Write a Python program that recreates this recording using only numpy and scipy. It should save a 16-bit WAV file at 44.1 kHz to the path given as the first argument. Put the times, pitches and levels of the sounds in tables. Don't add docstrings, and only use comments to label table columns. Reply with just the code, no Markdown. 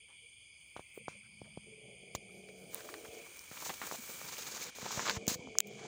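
import sys
import numpy as np
from scipy import signal
from scipy.fft import rfft, irfft, next_fast_len
from scipy.io import wavfile
from scipy.ndimage import uniform_filter1d

SR = 44100
rng = np.random.default_rng(int(sys.argv[2]) if len(sys.argv) > 2 else 0)


def waveform_to_disk(signal):
    frames = np.transpose(np.atleast_2d(signal))
    scaled = np.clip(frames, -1, 1) * 32767
    samples = np.round(scaled).astype(np.int16)
    wavfile.write(sys.argv[1], SR, samples)


def convert_level_to_amplitude(level_db):
    exponent = np.asarray(level_db, float) / 20
    return 10 ** exponent


N = 258857
TIME = np.arange(N) / SR


def level(x, db=0):
    return x * convert_level_to_amplitude(db) / np.sqrt(np.mean(x ** 2))


def curves(table):
    s, *columns = np.transpose(table)
    return [np.interp(TIME, s, c, left=c[0] - 30) for c in columns]


def walk(rate):
    hold = int(SR / rate)
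    steps = np.repeat(rng.standard_normal(N // hold + 1), hold)
    return 1.44 * uniform_filter1d(uniform_filter1d(steps, hold), hold)[:N]


def band(x, lo_hz, hi_hz, order=2):
    return signal.sosfilt(signal.butter(order, [lo_hz, hi_hz], "bandpass", fs=SR, output="sos"), x)


def colour(x, table):
    hz, db = np.transpose(table)
    size = next_fast_len(N)
    f = np.arange(size // 2 + 1) * SR / size + 1
    gain = convert_level_to_amplitude(np.interp(np.log(f), np.log(hz), db, left=-90, right=-90))
    return irfft(rfft(x, size) * gain, size)[:N]


def pulses(hz, jitter, scatter_db):
    period_luck, size_luck = rng.standard_normal((N // 40, 2)).T
    cycle = np.cumsum(hz * np.ones(N) / SR)
    uneven = np.exp(jitter * period_luck[cycle.astype(int)])
    cycle = np.cumsum(np.diff(cycle, prepend=0) * uneven)
    count = cycle.astype(int)
    clicks = np.diff(count, prepend=0) * convert_level_to_amplitude(scatter_db * size_luck[count])
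    return clicks, cycle % 1


def ring(hz, t60, rise, size=300):
    t = np.arange(size) / SR
    build = np.clip(t / rise, 0, 1) ** 2
    decay = 10 ** (-3 * np.maximum(t - rise, 0) / t60)
    swing = np.sin(2 * np.pi * hz * t) * build * decay
    return swing / np.abs(swing).max()


def add(out, s, x):
    i = int(s * SR)
    out[i:i + len(x)] += x[:N - i]


# (frequency [Hz], level per Hz [dB])
ROOM_COLOUR = [(15, -60), (25, -9), (44, -14), (64, -5.5), (92, -9.5), (257, -19.5), (830, -23.5),
               (893, -24), (1820, -32), (2000, -27), (2600, -39), (4400, -120)]
# (time [s], length [s], centre [Hz], level [dB])
PATCHES = [(0., 0.068, 447, -72.5), (0.072, 0.068, 990, -67.5), (0.186, 0.12, 450, -75.5),
           (0.985, .05, 490, -64), (1.1, .11, 520, -70), (1.215, .075, 1420, -72), (1.325, .025, 160, -58),
           (1.43, .075, 620, -65), (2.28, .03, 1200, -73), (2.5, .22, 1380, -77), (2.78, .3, 335, -59),
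           (5.19, .09, 260, -57), (5.36, .2, 265, -56), (5.36, .12, 900, -66), (5.468, .035, 130, -50),
           (5.18, .09, 1150, -69), (2.26, .2, 11200, -74), (2.52, .18, 11000, -73), (3.975, .035, 200, -50),
           (5.76, .11, 680, -60)]


def house():
    out = level(colour(rng.standard_normal(N), ROOM_COLOUR) * convert_level_to_amplitude(1.35 * walk(2.96)), -74)
    for s, length, hz, db in PATCHES:
        swell = np.hanning(int(length * SR))
        patch = level(band(rng.standard_normal(N // 10), hz / 1.12, hz * 1.13))
        add(out, s, convert_level_to_amplitude(db) * patch[:len(swell)] * swell)
    return out


# (frequency [Hz], level [dB])
SELF_NOISE = [(1500, -5), (4000, 3.5), (8000, -3), (11000, -5), (13500, -6.5), (15000, -4), (15800, -1),
              (16200, -14)]
# (time [s], level [dB])
WHINE = [
    (0, -99),
    (5.15, -88),
    (5.2, -71),
    (5.58, -80),
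    (5.62, -92),
]


def electronics():
    hiss = level(colour(rng.standard_normal(N), SELF_NOISE) * convert_level_to_amplitude(1.0 * walk(5.7)), -78.5)
    whine_hz = 7690
    return hiss + convert_level_to_amplitude(curves(WHINE)[0]) * np.sin(2 * np.pi * whine_hz * TIME)


# (low edge [Hz], high edge [Hz], level over their curve [dB], pulses [per s], swell [dB])
FROGS = [(2208, 2450, -0.5, 110, 0.5), (2095, 2640, -8, 140, -3.5), (2882, 3440, -5.5, 150, -1),
         (4460, 5090, -13.5, 200, 1.5), (6080, 7260, -14, 340, 1)]
CRICKETS = [(8350, 9300, -4.5, 340, 1), (9180, 10200, -12, 170, 0.39), (7950, 10600, -16.5, 260, 0.71)]
# (time [s], low callers [dB], high callers [dB])
NIGHT = [
    (0.0, -62.5, -62),
    (2.71, -61, -61.5),
    (4.2, -60, -60),
    (5.17, -60, -69),
    (5.46, -59, -72.5),
    (5.87, -59.5, -68.5),
]


def chorus(callers, db):
    out = 0
    for lo_hz, hi_hz, own_db, rate, swell_db in callers:
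        singers = 0
        for k in range(3):
            clicks, _ = pulses(rate * (1 + .2 * k), jitter=.15, scatter_db=5.5)
            singers = singers + clicks * (-1) ** k
        blur = level(singers) + 2.36 * rng.standard_normal(N)
        swell = convert_level_to_amplitude(swell_db * walk(4.0) + 0.76 * walk(25.04))
        out = out + level(band(blur, lo_hz, hi_hz, order=4), own_db) * swell
    return out * convert_level_to_amplitude(db)


def night():
    low_db, high_db = curves(NIGHT)
    return chorus(FROGS, low_db + 0.99) + chorus(CRICKETS, high_db - 0.13)


# (time [s], level [dB])
GRIP = [
    (0.0, -79.5),
    (5.48, -74.5),
    (5.87, -76),
]


def grip():
    rumble = band(rng.standard_normal(N), 45, 108) * convert_level_to_amplitude(2.8 * walk(42))
    return level(rumble) * convert_level_to_amplitude(curves(GRIP)[0] + 0.5)


# (time [s], pressure level [dB], speed [0-1])
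DRAG = [(2.2, -80, 0.5), (2.35, -73, .7), (2.69, -69, 0.96), (2.735, -58.5, 1.03), (3.1, -63.5, 0.97),
        (3.48, -61, 1), (3.58, -53.5, 1), (3.73, -53, 1), (3.79, -57, 1.05), (3.83, -53.5, 1),
        (4.08, -54, 1.05), (4.64, -50, 0.84), (4.7, -54.5, 0.8), (4.712, -64, .55), (4.745, -62, 0.6),
        (4.755, -54.5, 0.92), (4.92, -45, 0.59), (5.165, -45.5, 0.6), (5.18, -64.5, .3), (5.58, -69, .05),
        (5.63, -69.5, .1), (5.87, -57.5, 0.2)]
# levels of scrape, swish and hiss [dB]
REST_DB = [-86.5, -93, -104]
# (fineness [0-2], scrape [dB], swish [dB], hiss [dB])
FINE = [(0, -0.5, -8.5, -33.5), (1, -11.5, 1, -3), (2, -7, -19, 5.5)]
# (time [s], peak level [dB], settling time [s], fineness [0-2])
JOLTS = [
    (0.766, -51, 0.035, 0),
    (0.795, -60, 0.027, 0),
    (1.082, -55, .13, .45),
    (1.575, -77, .05, 0.086),
    (2.149, -38, 0.018, 0.82),
    (5.279, -35.5, 0.074, 1),
]
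# (time [s], length [s], level [dB], fineness [0-2])
STROKES = [(0.07, .11, -74, 0.18), (0.58, .36, -83, 1.6), (0.93, .07, -69, 1.7), (1.245, .03, -76, 0),
           (1.428, .055, -70, 0.13), (2.475, .04, -68, .8), (2.72, .1, -60, .2), (3.635, 0.066, -46, 1.0),
           (3.595, .035, -50, .9), (3.731, .022, -42, .8), (3.858, .028, -45, 1.2), (3.68, 0.047, -48.5, 0),
           (3.814, .06, -52, .1), (3.9, 0.075, -51, 1), (3.925, .045, -53, 0), (3.05, .03, -60, .8),
           (3.13, .08, -63, .9), (4.2, .04, -57, 0), (4.265, .045, -47, .7), (4.31, .055, -48, .7),
           (4.37, .08, -51, .9), (4.455, .04, -46.5, .7), (4.495, .045, -48, .8), (4.535, .055, -47, .7),
           (4.604, 0.052, -45.5, 0.85), (4.9, .1, -45, .8), (5.0, .05, -47, .5), (5.041, .085, -38.5, 0.26),
           (5.144, 0.045, -46, 0.48), (5.274, 0.088, -39, 0.83), (5.66, .03, -66, 1),
           (5.695, 0.12, -66, .6), (5.77, .13, -61, .1)]


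def touch(power, s, shape, db, fineness):
    part = power[:, int(s * SR):][:, :len(shape)]
    fine, *mix_db = np.transpose(FINE)
    mix = np.array([np.interp(fineness, fine, m) for m in mix_db])
    part += convert_level_to_amplitude(2 * (db + mix))[:, None] * shape[:part.shape[1]]


def rub_levels():
    pressure, speed = curves(DRAG)
    contact_s, release_s = 2.72, 5.18
    loose = TIME < contact_s
    scrape = pressure - 5 - 6.5 * (loose | (TIME > release_s))
    swish = pressure - 2 * loose
    hiss = pressure - 37 * (1 - speed)
    power = convert_level_to_amplitude(2 * np.array([scrape, swish, hiss])) + convert_level_to_amplitude(2 * np.array(REST_DB))[:, None]

    rise_s, fade_db, edge_s = 0.0025, 30, 0.016
    for s, db, settle, fineness in JOLTS:
        t = TIME[:int(3 * settle * SR)]
        fade = convert_level_to_amplitude(-2 * fade_db * np.maximum(t - rise_s, 0) / settle)
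        touch(power, s, np.clip(t / rise_s, 0, 1) ** 2 * fade, db, fineness)
    for s, length, db, fineness in STROKES:
        t = TIME[:int(length * SR)]
        shape = np.clip(np.minimum(t, length - t) / edge_s, 0, 1) ** 4
        touch(power, s, shape, db, fineness)
    db = 10 * np.log10(power)
    boom_limit_db = -55.5
    return [*db, np.minimum(db[0], boom_limit_db)]


# (frequency [Hz], level [dB])
SCRAPE = [(60, -21), (200, 0), (500, -4), (1000, 3.5), (1600, 3), (2500, -1), (3600, -4), (5000, -24)]
SWISH = [(1530, -17), (2600, -3.5), (2760, -3), (3230, -6.5), (3780, 1.5), (4450, 2), (5240, 1.5),
         (6630, 7), (7500, 1.5), (8500, -12), (11000, -46), (14300, -58), (22000, -120)]
HISS = [(4410, -43), (7500, 1), (8790, -2), (10700, -5.5), (13600, -6), (14400, -0.5), (15100, 9),
        (15900, -9), (16300, -28), (16500, -51)]
BODY = [(75, -34), (130, 0.5), (300, -5.5), (500, 2), (750, -15)]


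def rub():
    out, pressure = 0, walk(130)
    # (colour, grain spread [dB], flicker [dB], gain [dB])
    layers = [(SCRAPE, 2.5, 1.5, 2.2), (SWISH, 1.6, .85, .6), (HISS, 1.5, 1.05, .6), (BODY, 2.5, 2.5, -3.5)]
    for db, (shape, grain_db, flicker_db, gain_db) in zip(rub_levels(), layers):
        sizes = np.minimum(rng.exponential(size=N // 24 + 1), 4.5)
        grains = rng.standard_normal(N) * convert_level_to_amplitude(grain_db * np.repeat(sizes, 24)[:N])
        flickering = colour(grains, shape) * convert_level_to_amplitude(flicker_db * pressure)
        out = out + level(flickering) * convert_level_to_amplitude(db + gain_db)
    return out


# (time [s], peak level [dB], centre [Hz])
SCUFFS = [(1.632, -67, 1350), (2.754, -43, 912), (2.791, -44, 1620), (2.805, -42, 1740), (2.889, -38, 1580),
          (2.94, -38, 1570), (3.048, -41, 970), (3.26, -47, 1040), (3.513, -39.5, 1800), (3.568, -41, 1210),
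          (3.622, -36.5, 907), (3.658, -34.5, 1090), (3.694, -28.5, 885), (3.732, -42, 869),
          (3.816, -30, 1290), (3.87, -36, 1440), (3.944, -36.5, 830), (4.289, -43, 1000),
          (4.466, -41, 1000), (4.562, -37, 1040), (4.616, -50, 1730), (4.856, -30.5, 960),
          (4.907, -32, 1020), (4.974, -30.5, 872), (4.999, -28.5, 1140), (5.011, -37, 1320),
          (5.048, -43, 894), (5.068, -39, 1260), (5.095, -24, 1570), (5.164, -33, 1110)]


def scuffs():
    out, t = np.zeros(N), np.arange(1500) / SR
    for s, db, hz in SCUFFS:
        grit = rng.standard_normal(1500) * np.exp(-t / 0.0078)
        burst = band(grit, hz / 1.42, hz * 1.16, order=1)
        add(out, s + .0008, convert_level_to_amplitude(db - 2.5) * burst / np.abs(burst).max())
    return out


# (time [s], peak level [dB], pitch [Hz])
SNAPS = [(3.5768, -35, 2880), (3.6027, -33, 6640), (3.8681, -31, 8690), (3.9938, -37, 6550),
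         (4.1194, -38, 7950), (4.2874, -35, 6410), (4.3244, -35, 6010), (4.3454, -34, 6590),
         (4.3694, -35, 3030), (4.3824, -35, 3850), (4.3904, -39, 6610), (4.4324, -37, 2660),
         (4.4712, -33, 6220), (4.4774, -35, 6470), (4.5164, -33, 6490), (4.5244, -32, 6650),
         (4.5624, -32, 6150), (4.5714, -32, 6490), (4.6174, -30, 6540), (4.6404, -29, 6410),
         (4.6444, -29, 6210), (4.6683, -36, 6560), (4.6844, -38, 4010), (4.7244, -45, 2500),
         (4.7516, -39, 3860)]
# (time [s], peak level [dB], pitch [Hz])
CRACKLES = [(3.53, -41, 1150), (3.573, -43, 969), (3.607, -42, 1250), (3.622, -39, 923), (3.635, -41, 904),
            (3.659, -35, 1040), (3.665, -35, 600), (3.672, -35, 1890), (3.695, -31, 921),
            (3.707, -35, 1150), (3.827, -38, 1210), (3.873, -39, 630), (3.94, -37, 622), (3.954, -40, 1040),
            (4.077, -42, 1670), (4.33, -40, 993), (4.439, -42, 1470), (4.694, -45, 1300)]


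def snaps():
    out = np.zeros(N)
    for table, cycles, gain_db in [(SNAPS, 7.0, 1.5), (CRACKLES, 4.0, -1.5)]:
        for s, db, hz in table:
            add(out, s, convert_level_to_amplitude(db + gain_db) * ring(hz, t60=cycles / hz, rise=.6 / hz, size=600))
    return out


# (time [s], peak level [dB], sway level [dB], sway pitch [Hz])
PUSHES = [(0.765, -32, -19, 109), (0.795, -35, -14, 112), (1.0825, -26, -19, 157), (3.0847, -49, -5, 85),
          (3.515, -42, -6, 170), (3.8168, -27.5, -18, 1200), (4.9946, -22, -15, 1060),
          (5.0891, -37.5, -2, 450), (5.3162, -37.5, 3, 229), (5.357, -42, 1, 160)]
PULLS = [(0.976, -45.5, 9, 420), (1.4178, -37.5, -5.5, 157), (1.5748, -34, -5, 161),
         (2.1504, -34.5, -3.5, 110), (2.4897, -48, -2, 506), (3.7026, -35.5, -10, 880),
         (3.9134, -28, -13, 1130), (3.9236, -31, -12, 900), (4.2156, -35, -12, 1210),
         (4.7867, -36.5, -18, 543), (4.8295, -37.5, -4.5, 160), (4.8635, -30.5, -12, 780),
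         (4.9751, -35.5, -0.5, 119), (5.1694, -41, 10, 102), (5.2789, -25.5, 0, 202),
         (5.3933, -40.5, -3, 159), (5.4739, -37, -14, 160), (5.488, -43.5, -6, 130),
         (5.5542, -37, -11, 1140), (5.851, -40, -2, 815)]


def knocks():
    out = np.zeros(N)
    samples, crack_t = np.arange(400) - 200, np.arange(600) / SR
    for way, table in [(1, PUSHES), (-1, PULLS)]:
        for s, db, sway_db, hz in table:
            snap_ms = min(.87 + .021 * sway_db, .78)
            if hz > 1000:
                snap_ms *= .52
            t = samples / SR / (snap_ms / 2000)
            add(out, s - 200 / SR, -way * convert_level_to_amplitude(db) * t * np.exp((1 - t ** 2) / 2))
            sway = ring(hz, t60=0.011 + 2.0 / hz, rise=0.00086, size=1800)
            add(out, s, -way * convert_level_to_amplitude(db + sway_db) * sway)
            crack = band(rng.standard_normal(600), 1600, 6100, order=3) * np.exp(-crack_t / 0.0022)
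            add(out, s, convert_level_to_amplitude(db - 17.0) * crack)
    return out


# (time [s], peak level [dB], ring [Hz], lower ring level [dB], spark level [dB])
CASE_TICKS = [(2.7461, -24, 8900, -14, 3), (3.3931, -33, 5630, -13, -6), (3.741, -36, 6340, -2, -5),
              (3.873, -35, 6800, -9, 2), (4.383, -42, 9500, -3, 8), (5.269, -30, 6300, -4, -3),
              (5.28, -14.5, 6600, -24, -10), (5.586, -5.5, 6570, -17, -16), (5.6043, -7.5, 7270, -6.5, -5),
              (5.6723, -41, 6750, -6, 1), (5.685, -49, 6700, -3, 1)]
# (time [s], peak level [dB], lower ring [Hz], lower ring level [dB])
CLACKS = [(2.1509, -37, 890, 11.5), (2.488, -49, 1820, 3), (2.807, -45, 2180, 5), (2.89, -49, 1250, 14.5),
          (2.941, -34, 1660, 5.5), (3.056, -51, 1750, 11), (4.994, -46, 1310, 3), (5.0688, -26, 1300, 1),
          (5.0778, -24, 1390, 2), (5.097, -17.5, 1800, -2.5), (5.112, -24, 1420, -5)]


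def tick(hz, low_hz, low_db, spark_db):
    modes = ring(hz, t60=0.0015, rise=0.00044) + convert_level_to_amplitude(low_db) * ring(low_hz, t60=0.0019, rise=0.00048)
    faint = ring(1300, t60=.002, rise=0.00033) + ring(11800, t60=0.0027, rise=0.00015)
    return modes + convert_level_to_amplitude(-23.5) * faint + convert_level_to_amplitude(spark_db) * ring(15200, t60=0.0022, rise=0.00013)


def ticks():
    out = np.zeros(N)
    for s, db, hz, low_db, spark_db in CASE_TICKS:
        add(out, s - .0004, convert_level_to_amplitude(db) * tick(hz, 0.448 * hz, low_db, spark_db))
    for s, db, low_hz, low_db in CLACKS:
        add(out, s - .0004, convert_level_to_amplitude(db) * tick(4410, low_hz, low_db, spark_db=-17))
    return out


# (time [s], effort level [dB], mouth opening [0-1])
GROWLS = [
    [(0.92, -88, .1), (1.0, -61, 0.07), (1.635, -63, .1), (1.66, -51.5, 0.43), (1.86, -58.5, .56),
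     (2.7, -55.5, 0.71), (2.82, -56.5, 1), (3.19, -55.5, 0.99), (3.45, -79.5, 0.7)],
    [(4.74, -70, .6), (4.85, -54, 0.33), (5.08, -51.5, 0.55), (5.28, -51, .65), (5.53, -54, .65),
     (5.6, -56.5, 0.76), (5.66, -51.5, 0.64), (5.78, -53, 0.59), (5.87, -50.5, 0.72)],
]


def growl_levels():
    efforts, openings = [], []
    for growl in GROWLS:
        s, db, opening = np.transpose(growl)
        efforts.append(np.interp(TIME, s, db, left=-120, right=-120))
        openings.append(np.interp(TIME, s, np.clip(opening, .05, 1)))
    opening = np.choose(np.argmax(efforts, axis=0), openings)
    effort, wide = np.max(efforts, axis=0), np.log10(opening)

    catch_s, catch_end_s, catch_hz = 1.648, 1.815, 18
    beat = np.cos(2 * np.pi * catch_hz * (TIME - catch_s))
    catch = -13 * (1 + beat) / 2 * ((TIME > catch_s) & (TIME < catch_end_s))
    caught = catch < 0
    chest = effort - 3 - 16 * opening ** 2 - 8 * caught
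    throat = effort + 24 * wide + catch
    mouth = effort - 3.5 + 30 * wide + catch - 5 * caught
    return chest, throat, mouth


# (time [s], pitch [Hz], level over their cavity [dB])
CHEST_NOTE = [(1.0, 164, 1), (1.65, 166, 0), (1.85, 180, -4), (1.95, 187, 1), (2.2, 194, 0), (2.4, 190, 8),
              (2.62, 190, 8), (2.8, 185, -4), (5.0, 200, 0), (5.6, 204, 0), (5.68, 203, 4), (5.87, 201, 6)]
THROAT_NOTE = [(1.65, 445, 4), (1.8, 440, 2), (1.95, 395, -7), (2.25, 400, -6), (2.4, 412, 1),
               (2.58, 462, -3), (2.72, 435, -8), (2.87, 455, 0), (2.97, 410, -4), (3.17, 455, 1),
               (3.3, 450, -8), (5.05, 450, -4), (5.17, 452, 3), (5.27, 485, 3), (5.43, 480, 4),
               (5.57, 445, 3), (5.63, 408, 1), (5.75, 420, 1), (5.87, 425, -3)]


def growl_notes():
    chest_db, throat_db, _ = growl_levels()
    out = 0
    for db, note in [(np.minimum(chest_db, throat_db), CHEST_NOTE), (throat_db, THROAT_NOTE)]:
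        hz, own_db = curves(note)
        phase = 2 * np.pi * np.cumsum(hz * (1 + .016 * walk(14))) / SR
        tremble_db = 1.3 * walk(14) + 2.2 * walk(45)
        out = out + convert_level_to_amplitude(db + own_db + tremble_db) * np.sin(phase)
    return out


# (pitch [Hz], width [Hz], level [dB])
CHEST = [(192.8, 38.6, -3), (154, 83, -3.5)]
THROAT = [(450.7, 49, 0), (373.3, 60, -1), (511, 59, -5), (295, 95, -9.5)]
MOUTH = [(567, 47, -1), (640, 66, -4), (703, 62, -3.5), (802, 78, -11)]


def kitten():
    flap_hz = 95.33
    flaps, phase = pulses(flap_hz, jitter=.35, scatter_db=2.5)
    air = np.exp(-phase / 0.67) * rng.standard_normal(N)
    source = (level(flaps) + 0.6 * level(air)) * convert_level_to_amplitude(1.0 * walk(22.1))
    out = 0
    for db, cavity in zip(growl_levels(), [CHEST, THROAT, MOUTH]):
        rings = 0
        for hz, width, own_db in cavity:
            tremble = convert_level_to_amplitude(own_db + 1.4 * walk(6.5))
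            rings = rings + tremble * band(source, hz - width / 2, hz + width / 2, order=3)
        out = out + convert_level_to_amplitude(db) * level(rings)
    return out + growl_notes()


def scene():
    background = house() + electronics() + night()
    handling = grip() + rub() + scuffs() + snaps() + knocks() + ticks()
    return (background + handling + kitten())[None]


# (frequency [Hz], level per bin [dB])
HUSH_DB = [(60, -100), (1500, -100), (5000, -101), (11000, -104), (16000, -108)]


def hush(x):
    f, _, z = signal.stft(x, SR, nperseg=1024)
    hz, db = np.transpose(HUSH_DB)
    power = uniform_filter1d(np.abs(z) ** 2, size=3, axis=-1)
    power = uniform_filter1d(power, size=3, axis=-2)
    gain = power / (power + convert_level_to_amplitude(2 * np.interp(f, hz, db))[:, None])
    return signal.istft(z * np.maximum(gain, convert_level_to_amplitude(-18)), SR, nperseg=1024)[1][..., :N]


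def duck(x):
    limit, depth, recovery_s = 0.16, 770, 0.019
    keep = np.exp(-1 / (recovery_s * SR))
    over = signal.lfilter([1 - keep], [1, -keep], np.maximum(np.abs(x) - limit, 0))
    return x / (1 + depth * np.roll(over, shift=60))


def low_pass(x):
    return signal.sosfilt(signal.butter(12, 17110, fs=SR, output="sos"), x)


def record(dry):
    x = signal.sosfilt(signal.butter(3, 55.6, "highpass", fs=SR, output="sos"), dry)
    x = hush(duck(x))
    x = signal.sosfiltfilt(signal.ellip(6, .2, 14, 15900, fs=SR, output="sos"), x)
    return low_pass(x)


dry = scene()
out = record(dry)
waveform_to_disk(out)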